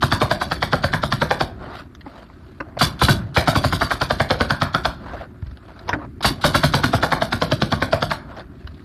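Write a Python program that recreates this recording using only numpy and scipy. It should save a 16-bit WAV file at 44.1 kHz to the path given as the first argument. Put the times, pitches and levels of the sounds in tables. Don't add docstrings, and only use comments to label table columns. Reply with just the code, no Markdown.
import sys
import numpy as np
from scipy import signal
from scipy.fft import rfft, irfft
from scipy.io import wavfile
from scipy.ndimage import uniform_filter1d, minimum_filter1d

SR = 44100
rng = np.random.default_rng(int(sys.argv[2]) if len(sys.argv) > 2 else 0)


def volts(x):
    e = np.asarray(x, float) / 20
    return 10 ** e


def log_audio(samples):
    frames = np.atleast_2d(samples).T
    limited = np.clip(frames, -1, 1)
    pcm = np.round(limited * 32767).astype(np.int16)
    wavfile.write(sys.argv[1], SR, pcm)


N = 389844

# pitch_hz, width_hz, level_db
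BOARD_MODES = [(562, 99, -1), (602, 54.4, -2), (680, 155, 7), (900, 377, 9), (1130, 202, 8.5),
               (1488, 152, 4), (1705, 302, 9.5), (2373, 280, -1)]
# pitch_hz, width_hz, level_db
STEEL_MODES = [(3366, 460, 11.5), (3890, 275, -1), (4450, 260, 5), (5350, 550, 5), (9800, 4000, -44)]
# frequency_hz, density_db per Hz
JET_SPECTRUM = [(880, -15), (1500, -1), (1800, -14), (2000, -11.5), (2690, -11), (3550, -3), (3980, -2.5),
                (4550, -5), (5670, -13.5), (7210, -19.5), (9330, -16.5), (12900, -20), (14400, -29),
                (14800, -110)]
FAR_DB = -44


def evened(x):
    return x / np.sqrt(np.mean(x ** 2) + 1e-20)


def peaked(x, db):
    return volts(db) * x / np.sqrt(uniform_filter1d(x ** 2, size=220).max())


def read(points, hz):
    f, value = np.transpose(points)
    return np.interp(np.log(hz + 1), np.log(f + 1), value)


def add(mix, s, sound):
    part = mix[max(round(s * SR), 0):][:len(sound)]
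    part += sound[:len(part)]


def coloured(spectrum, count=N):
    z = rfft(rng.standard_normal(count))
    return evened(irfft(z * volts(read(spectrum, np.fft.rfftfreq(count, 1 / SR))), count))


def patchy(x, db):
    z = signal.stft(x, SR, nperseg=512)[2].T
    patches = uniform_filter1d(rng.standard_normal(z.shape), size=5, axis=0)
    patches = evened(uniform_filter1d(patches, size=5, axis=1))
    return signal.istft((z * volts(db * patches)).T, SR, nperseg=512)[1][:len(x)]


def wander(hz):
    band = signal.butter(1, [hz / 4, hz], "band", fs=SR, output="sos")
    return evened(signal.sosfilt(band, rng.standard_normal(N)))


def swell(t, start, rise, fall):
    u = np.maximum(t - start, 0)
    return (1 - np.exp(-u / rise)) * np.exp(-u / fall)


def ring(modes, detune, t, rise):
    hz, width, db = np.transpose(modes)[:, :, None]
    half_turns = np.arange(len(hz))[:, None] / 2
    turns = hz * detune[:len(hz), None] * t + half_turns
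    waves = volts(db) * np.exp(-np.pi * width * t) * np.sin(2 * np.pi * turns)
    return waves.sum(0) * (1 - np.exp(-t / rise))


def nailer():
    out = np.zeros(N)
    for s, *levels in shots():
        knock, jet, lead = shot(*levels)
        add(out, s - lead, knock + jet)
        add(out, s - lead, volts(-15.5) * signal.fftconvolve(knock + 0.17 * jet, framing()))
    return out


def shots():
    # pop_s, blow_db, strongest board ring_hz, deck thump_db, steel crack_db
    run_1 = [(0.0222, -13.5, 1130, -15, -13.5), (0.1164, -14, 1014, -15, -10.5),
             (0.2108, -13.5, 1560, -14.5, -14), (0.3066, -10.5, 650, -21, -13.5),
             (0.4103, -17, 750, -33, -35), (0.5124, -17, 1260, -23.5, -14),
             (0.6211, -13.5, 1350, -18.5, -7), (0.7248, -12, 763, -14.5, -8),
             (0.8351, -14, 900, -17.5, -12.5), (0.9307, -17, 1010, -15, -15.5),
             (1.0302, -15, 1040, -19.5, -15), (1.118, -15.5, 1325, -15.5, -9),
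             (1.2125, -14.5, 980, -17, -15), (1.3045, -13, 765, -25, -15), (1.403, -13.5, 775, -22, -11.5)]
    run_2 = [(2.8102, -12, 1443, -14.5, -21), (3.0151, -11.5, 1400, -11.5, -43),
             (3.084, -10.5, 980, -5, -33), (3.3641, -8.5, 1350, -11.5, -6), (3.4739, -12, 1320, -12, -10.5),
             (3.5536, -14, 735, -10.5, -24), (3.6395, -13, 1380, -12.5, -22),
             (3.7242, -18, 1470, -16.5, -23), (3.8108, -14, 990, -25, -29), (3.9066, -15, 1310, -45, -22),
             (4.0108, -17, 1290, -21.5, -11), (4.1018, -12, 630, -21.5, -10.5),
             (4.197, -10.5, 645, -16.5, -13), (4.3004, -13, 534, -15, -3.5), (4.4024, -13, 606, -14, -8.5),
             (4.5002, -12.5, 1613, -16, -8), (4.613, -12, 1280, -14.5, -7.5),
             (4.7415, -12.5, 1256, -20, -11.5), (4.8477, -13.5, 1350, -28, -7.5)]
    run_3 = [(6.2449, -10, 1455, -15.5, -11), (6.44, -11, 770, -12.5, -4), (6.5441, -11.5, 1380, -14, -22),
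             (6.632, -13, 1000, -11, -6), (6.7357, -10, 1025, -12.5, -2.5), (6.8347, -13, 680, -11.5, -14),
             (6.932, -13, 680, -13, -22), (7.0263, -12.5, 696, -17, -17), (7.1162, -11.5, 680, -20, -14),
             (7.2152, -13.5, 660, -19, -15.5), (7.322, -16.5, 1510, -19.5, -12.5),
             (7.415, -11, 1320, -15.5, -6), (7.5136, -15.5, 1300, -14, -9), (7.6153, -13, 617, -12, -5),
             (7.7177, -17, 1380, -13, -10), (7.8173, -14, 1510, -15.5, -15), (7.924, -10.5, 670, -17, -10),
             (8.0203, -15.5, 645, -21, -9.5), (8.107, -16.5, 940, -25.5, -14.5)]
    # first_shot_db, far_end_db, turn_s
    facing = [(-37, -43, 0.31), (-28, -43, 0.91), (-28.5, -43.5, 0.7)]
    turn_shape = 1.84
    rows = []
    for run, (first_db, last_db, turn_s) in zip((run_1, run_2, run_3), facing):
        since = np.array(run)[:, 0] - run[0][0]
        turned = np.exp(-(since / turn_s) ** turn_shape)
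        rows += [*np.c_[run, last_db + (first_db - last_db) * turned]]
    return np.array(rows)


def shot(blow_db, ring_hz, thump_db, crack_db, exhaust_db):
    # pitch_hz, width_hz, level_db
    deck = [(67, 19, -30.5), (102, 20.8, 12), (120.5, 34.6, 15), (155.2, 22.2, 13.5), (198.7, 3.7, -12),
            (239.7, 22.8, 9.5), (314, 79, 15.5)]
    t = np.arange(9000) / SR
    lead = .016
    blow = lead + .0048
    detune = rng.uniform(0.9277, 1.025, 12)
    chance, sign = rng.random(len(t)), rng.standard_normal(len(t))

    jerks = (chance < 1600 / SR) * sign * swell(t, blow, 0.00022, 0.0076)
    jerks[round((blow + .001) * SR)] += 1.2
    rattle = (chance > 1 - 1500 / SR) * sign * swell(t, blow + 0.0046, 0.0086, 0.046)
    spot = np.add(BOARD_MODES, np.outer(sign[-len(BOARD_MODES):], [0, 0, 2.5]))
    board = ring([*spot, (ring_hz, 110, 3.)], detune, t[:3000], 0.0011)
    knock = peaked(signal.fftconvolve(jerks + 0.15 * rattle, board)[:len(t)], blow_db + 1.57)

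    push = t < .001 / 20
    stroke = push + 4.0 * (chance < 2500 / SR) * sign * (t < .005)
    housing = ring([(1350, 420, 14.2), (720, 170, 1), (3360, 670, 2.6)], detune, t[:500], 0.0003)
    pop = signal.fftconvolve(stroke, housing)[:800]
    add(knock, lead, peaked(pop, -20.5 + .85 * (exhaust_db + 42)))

    tip = push + .5 * (chance < 1500 / SR) * sign * np.exp(-t / 0.0057)
    crack = signal.fftconvolve(tip, ring(STEEL_MODES, detune, t[:600], 0.00024))[:1500]
    add(knock, blow + 0.001295, peaked(crack, crack_db - 8.0))
    thump = ring(deck, 1 + 2.94 * (detune[::-1] - 1), t, 0.0048)
    add(knock, blow, peaked(thump, thump_db - .7))

    shut = np.clip((blow + 0.0069 - t) / 0.0034, 0, 1)
    valve = volts(4.5 - 0.52 * (exhaust_db + 56.0)) * swell(t, 0, 0.018, 0.2) * shut
    puff = 1.044 * swell(t, lead + 0.00035, 0.0095, 0.027)
    flutter = volts(2.4 * evened(uniform_filter1d(sign, size=90)))
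    jet = patchy(coloured(JET_SPECTRUM, count=len(t)), 1.15) * flutter
    muffled = signal.lfilter(*signal.butter(2, 6500, fs=SR), jet)
    air = volts(exhaust_db + 15.5) * (muffled * valve + jet * puff)
    bounce = round((.0003 + 0.0015 * chance[0]) * SR)
    ports = ring([(3554, 49, -1.4), (4620, 20, -0.65)], 1 + 0.53 * (detune - 1), t[:900], .0001)
    whistle = signal.fftconvolve(air, ports)[:len(t)]
    return knock, air + 0.5 * np.roll(air, bounce) + 0.018 * chance[1] * whistle, lead


def framing():
    # frequency_hz, t60_s
    decay = [(100, 1), (600, 0.21), (1500, 0.22), (4000, 0.37), (10000, 0.15)]
    echoes = np.zeros(SR // 2)
    at = np.arange(200, len(echoes) - 20, 20)
    echoes[at + rng.integers(0, 20, len(at))] = rng.choice([-1., 1.], len(at))
    hz, t, z = signal.stft(echoes, SR, nperseg=256)
    tail = signal.istft(z * volts(-60 * t / read(decay, hz)[:, None]), SR, nperseg=256)[1]
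    return tail / np.linalg.norm(tail)


def leaks():
    # start_s, level_db, length_s
    presses = [
        (2.788, -15, 0.048),
        (2.99, -21, 0.017),
        (3.3425, -22.5, 0.027),
        (6.225, -14, 0.039),
        (6.41, -22.5, 0.023),
    ]
    out, t = np.zeros(N), np.arange(2000) / SR
    for s, db, length in presses:
        hiss = signal.lfilter(*signal.butter(1, 7000, fs=SR), coloured(JET_SPECTRUM, count=len(t)))
        cut_off = np.clip((length - t) / 0.0074, 0, 1)
        add(out, s, volts(db - 8.0) * hiss * swell(t, 0, .003, 0.046) * cut_off)
    return out


def taps(rows, t60, board_db, metal_db, grains_per_s=1800, rise=.0001, damping=8.1):
    out, t = np.zeros(N), np.arange(6000) / SR
    for s, db, hz in rows:
        detune = rng.uniform(0.844, 1.16, 12)
        chance, sign = rng.random(len(t)), rng.standard_normal(len(t))
        clicks = (chance < grains_per_s / SR) * sign * volts(-60 * t / t60)
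        clicks[0] = 0.72
        modes = peaked(ring([(hz, damping / t60, 0)], np.ones(1), t, rise), 0)
        modes += peaked(ring(BOARD_MODES, detune, t, 0.00014), board_db)
        modes += peaked(ring([*STEEL_MODES, (11300, 1600, -1)], detune, t, .0001), metal_db)
        add(out, s, peaked(signal.fftconvolve(clicks, modes)[:len(t)], db))
    return out


def nudges():
    # start_s, level_db, ring_hz
    touches = [(1.624, -42, 1470), (2.96, -55, 1520), (2.981, -49, 821), (5.89, -16, 950),
               (6.207, -27.5, 890), (8.365, -35.5, 710), (8.394, -32, 700), (5.878, -29.5, 900)]
    return taps(touches, t60=0.059, board_db=-4, metal_db=-9)


def knocks():
    # start_s, level_db, ring_hz
    bumps = [(2.061, -33.5, 860), (2.3, -40, 1030), (2.603, -23, 1230), (2.769, -22.5, 730),
             (5.135, -26, 690), (5.211, -31, 740), (5.931, -14.5, 1480), (6.018, -41, 1130),
             (6.044, -35, 920)]
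    return taps(bumps, t60=0.048, board_db=-6.5, metal_db=-24.5)


def clinks():
    # start_s, level_db, ring_hz
    ticks = [(1.95, -39, 1480), (2.01, -41, 1870), (5.421, -52.5, 1430), (5.466, -48, 1520),
             (5.511, -50, 1830), (5.572, -42, 1580), (5.791, -40, 1500), (8.554, -58, 2500),
             (8.672, -35, 1570), (8.744, -53, 3800)]
    return taps(ticks, t60=0.032, board_db=-13, metal_db=-1.5)


def footsteps():
    # start_s, level_db, ring_hz
    landings = [(2.063, -32, 259), (2.61, -30, 300), (2.768, -30, 115), (3.179, -27, 86),
                (5.424, -20.5, 78), (5.462, -25, 71), (5.508, -28, 65), (5.884, -29, 71.5),
                (5.927, -25, 113), (5.94, -25.5, 298), (8.644, -25, 76.4)]
    return taps(landings, 0.19, board_db=-23, metal_db=-41, grains_per_s=91, rise=0.0025, damping=7.2)


def scrapes():
    # frequency_hz, density_db per Hz
    rubbing = [(180, -42), (300, -3), (325, -7), (359, -9), (656, 3), (798, -5.5), (1460, -4),
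               (2270, -23.5), (2580, -25), (4640, -23), (6120, -51), (13000, -46), (14800, -78)]
    body, treble = pressure()
    grit = volts(2. * wander(60) + 1.8 * wander(500))
    drag = patchy(coloured(rubbing), 3.) * grit
    low = signal.sosfilt(signal.butter(4, 2300, fs=SR, output="sos"), drag)
    high = signal.sosfilt(signal.butter(4, 2300, "high", fs=SR, output="sos"), drag)
    return volts(-2.0) * body * evened(low) + volts(3.0) * treble * evened(high)


def pressure():
    # start_s, rise_s, hold_s, level_db, treble_over_body_db
    drags = [(1.59, 0.046, .12, -33.5, -23), (1.729, 0.031, 0.039, -37.5, -8.5),
             (2.044, 0.023, 0.16, -44.5, -15), (2.197, 0.046, 0.34, -54.5, -12),
             (2.59, 0.046, 0.27, -46, -30), (4.995, 0.097, 0.14, -33.5, -21.5),
             (5.4, 0.044, 0.16, -63.5, -5.5), (5.574, .12, 0.25, -46.5, -15.5),
             (5.87, 0.038, 0.05, -31, -29), (5.962, .03, 0.05, -36.5, -30),
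             (8.264, 0.039, 0.039, -38.5, -21), (8.354, 0.031, 0.016, -36, -17.5),
             (8.54, 0.066, .3, -56.5, -7.5)]
    stop_db_per_s = 422
    rest_s = .15
    lift_after_s, lift_rise_s = 0.085, 0.042
    # (dB at the far end, share of facing, fade dB per s)
    lift_bands = ((-46.5, 0.25, 27), (-69.5, 0.62, 50))
    t, nails = np.arange(0, N / SR, .001), shots()
    body, treble = volts(-61) ** 2, volts(-75) ** 2
    for start, rise, hold, db, treble_db in drags:
        power = contact(t, start, rise, hold, db, stop_db_per_s) ** 2
        body, treble = body + power, treble + power * volts(treble_db) ** 2
    before_rest = np.diff(nails[:, 0], append=N) > rest_s
    for s, *_, exhaust_db in nails[before_rest]:
        lift = []
        for db, share, fade in lift_bands:
            level_db = db + share * (exhaust_db - FAR_DB)
            lift.append(contact(t, s + lift_after_s, lift_rise_s, 0, level_db, fade) ** 2)
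        body, treble = body + lift[0], treble + lift[1]
    return [np.interp(np.arange(N) / SR, t, np.sqrt(power)) for power in (body, treble)]


def contact(t, start, rise, hold, db, fade_db_per_s):
    opening = np.clip((t - start) / rise, 0, 1)
    faded_db = fade_db_per_s * np.maximum(t - start - rise - hold, 0)
    return volts(db - 10.5 * (1 - opening) - faded_db) * (t > start)


def wind():
    # frequency_hz, density_db per Hz
    buffeting = [(12, -49), (20, -6), (64, -0.5), (160, -9), (192, -10.5), (278, -9.5), (325, -15),
                 (365, -10), (600, -62), (780, -63), (1320, -120)]
    # time_s, level_db
    breeze = [(0, -33), (1.6, -35.5), (2.1, -44.5), (2.75, -39), (5.05, -35), (5.5, -42.5), (6.3, -34.5),
              (8.4, -37.5), (8.84, -39.5)]
    t = np.arange(N) / SR
    power = volts(np.interp(t, *np.transpose(breeze))) ** 2
    shake = swell(t[:SR // 2], 0, 0.016, 0.042)
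    for s, _, _, thump_db, _, exhaust_db in shots():
        rumble_db = -23.5 + 0.69 * (exhaust_db - FAR_DB) + 0.07 * (thump_db + 19.5)
        add(power, s, (volts(rumble_db) * shake) ** 2)
    lumps = evened(coloured(buffeting) * volts(1.9 * wander(18.4)))
    return lumps * np.sqrt(power)


def distant_hush():
    # frequency_hz, density_db per Hz
    far_air = [(260, -30), (450, -10), (843, -11), (1350, 1), (2090, -7), (3230, -18), (5010, -23),
               (13500, -20.5), (14800, -43)]
    return volts(-60.5 - 3.) * patchy(coloured(far_air), 2.)


def scene():
    tool = nailer() + leaks()
    small = nudges() + knocks() + clinks() + footsteps()
    return (tool + small + scrapes() + wind() + distant_hush())[None]


def suppressed(x):
    from_hz, below_db, share = 5800, -69.0, 0.35
    hz, _, z = signal.stft(x, SR, nperseg=1024)
    band = np.arange(len(hz)) // 7
    draws = rng.random((z.shape[1] // 3 + 1, band[-1] + 1))
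    picked = draws.repeat(3, axis=0)[:z.shape[1]].T[band] < share
    weak = uniform_filter1d(abs(z) ** 2, size=7, axis=0) < volts(below_db) ** 2
    gain = np.where(picked & weak & (hz[:, None] > from_hz), .08, 1)
    return signal.istft(z * gain, SR, nperseg=1024)[1][:N]


def roll_off(x):
    return signal.sosfilt(signal.butter(12, 14920, fs=SR, output="sos"), x)


def record(dry):
    x = signal.sosfilt(signal.butter(3, 48, "high", fs=SR, output="sos"), dry[0])
    ceiling = .69
    room = minimum_filter1d(ceiling / np.maximum(abs(x), ceiling), size=161)
    x = suppressed(x * uniform_filter1d(room, size=81))
    x = signal.oaconvolve(x, signal.firwin(255, 14200, window=("kaiser", 9), fs=SR), "same")
    return roll_off(x[None])


dry = scene()
out = record(dry)
log_audio(out)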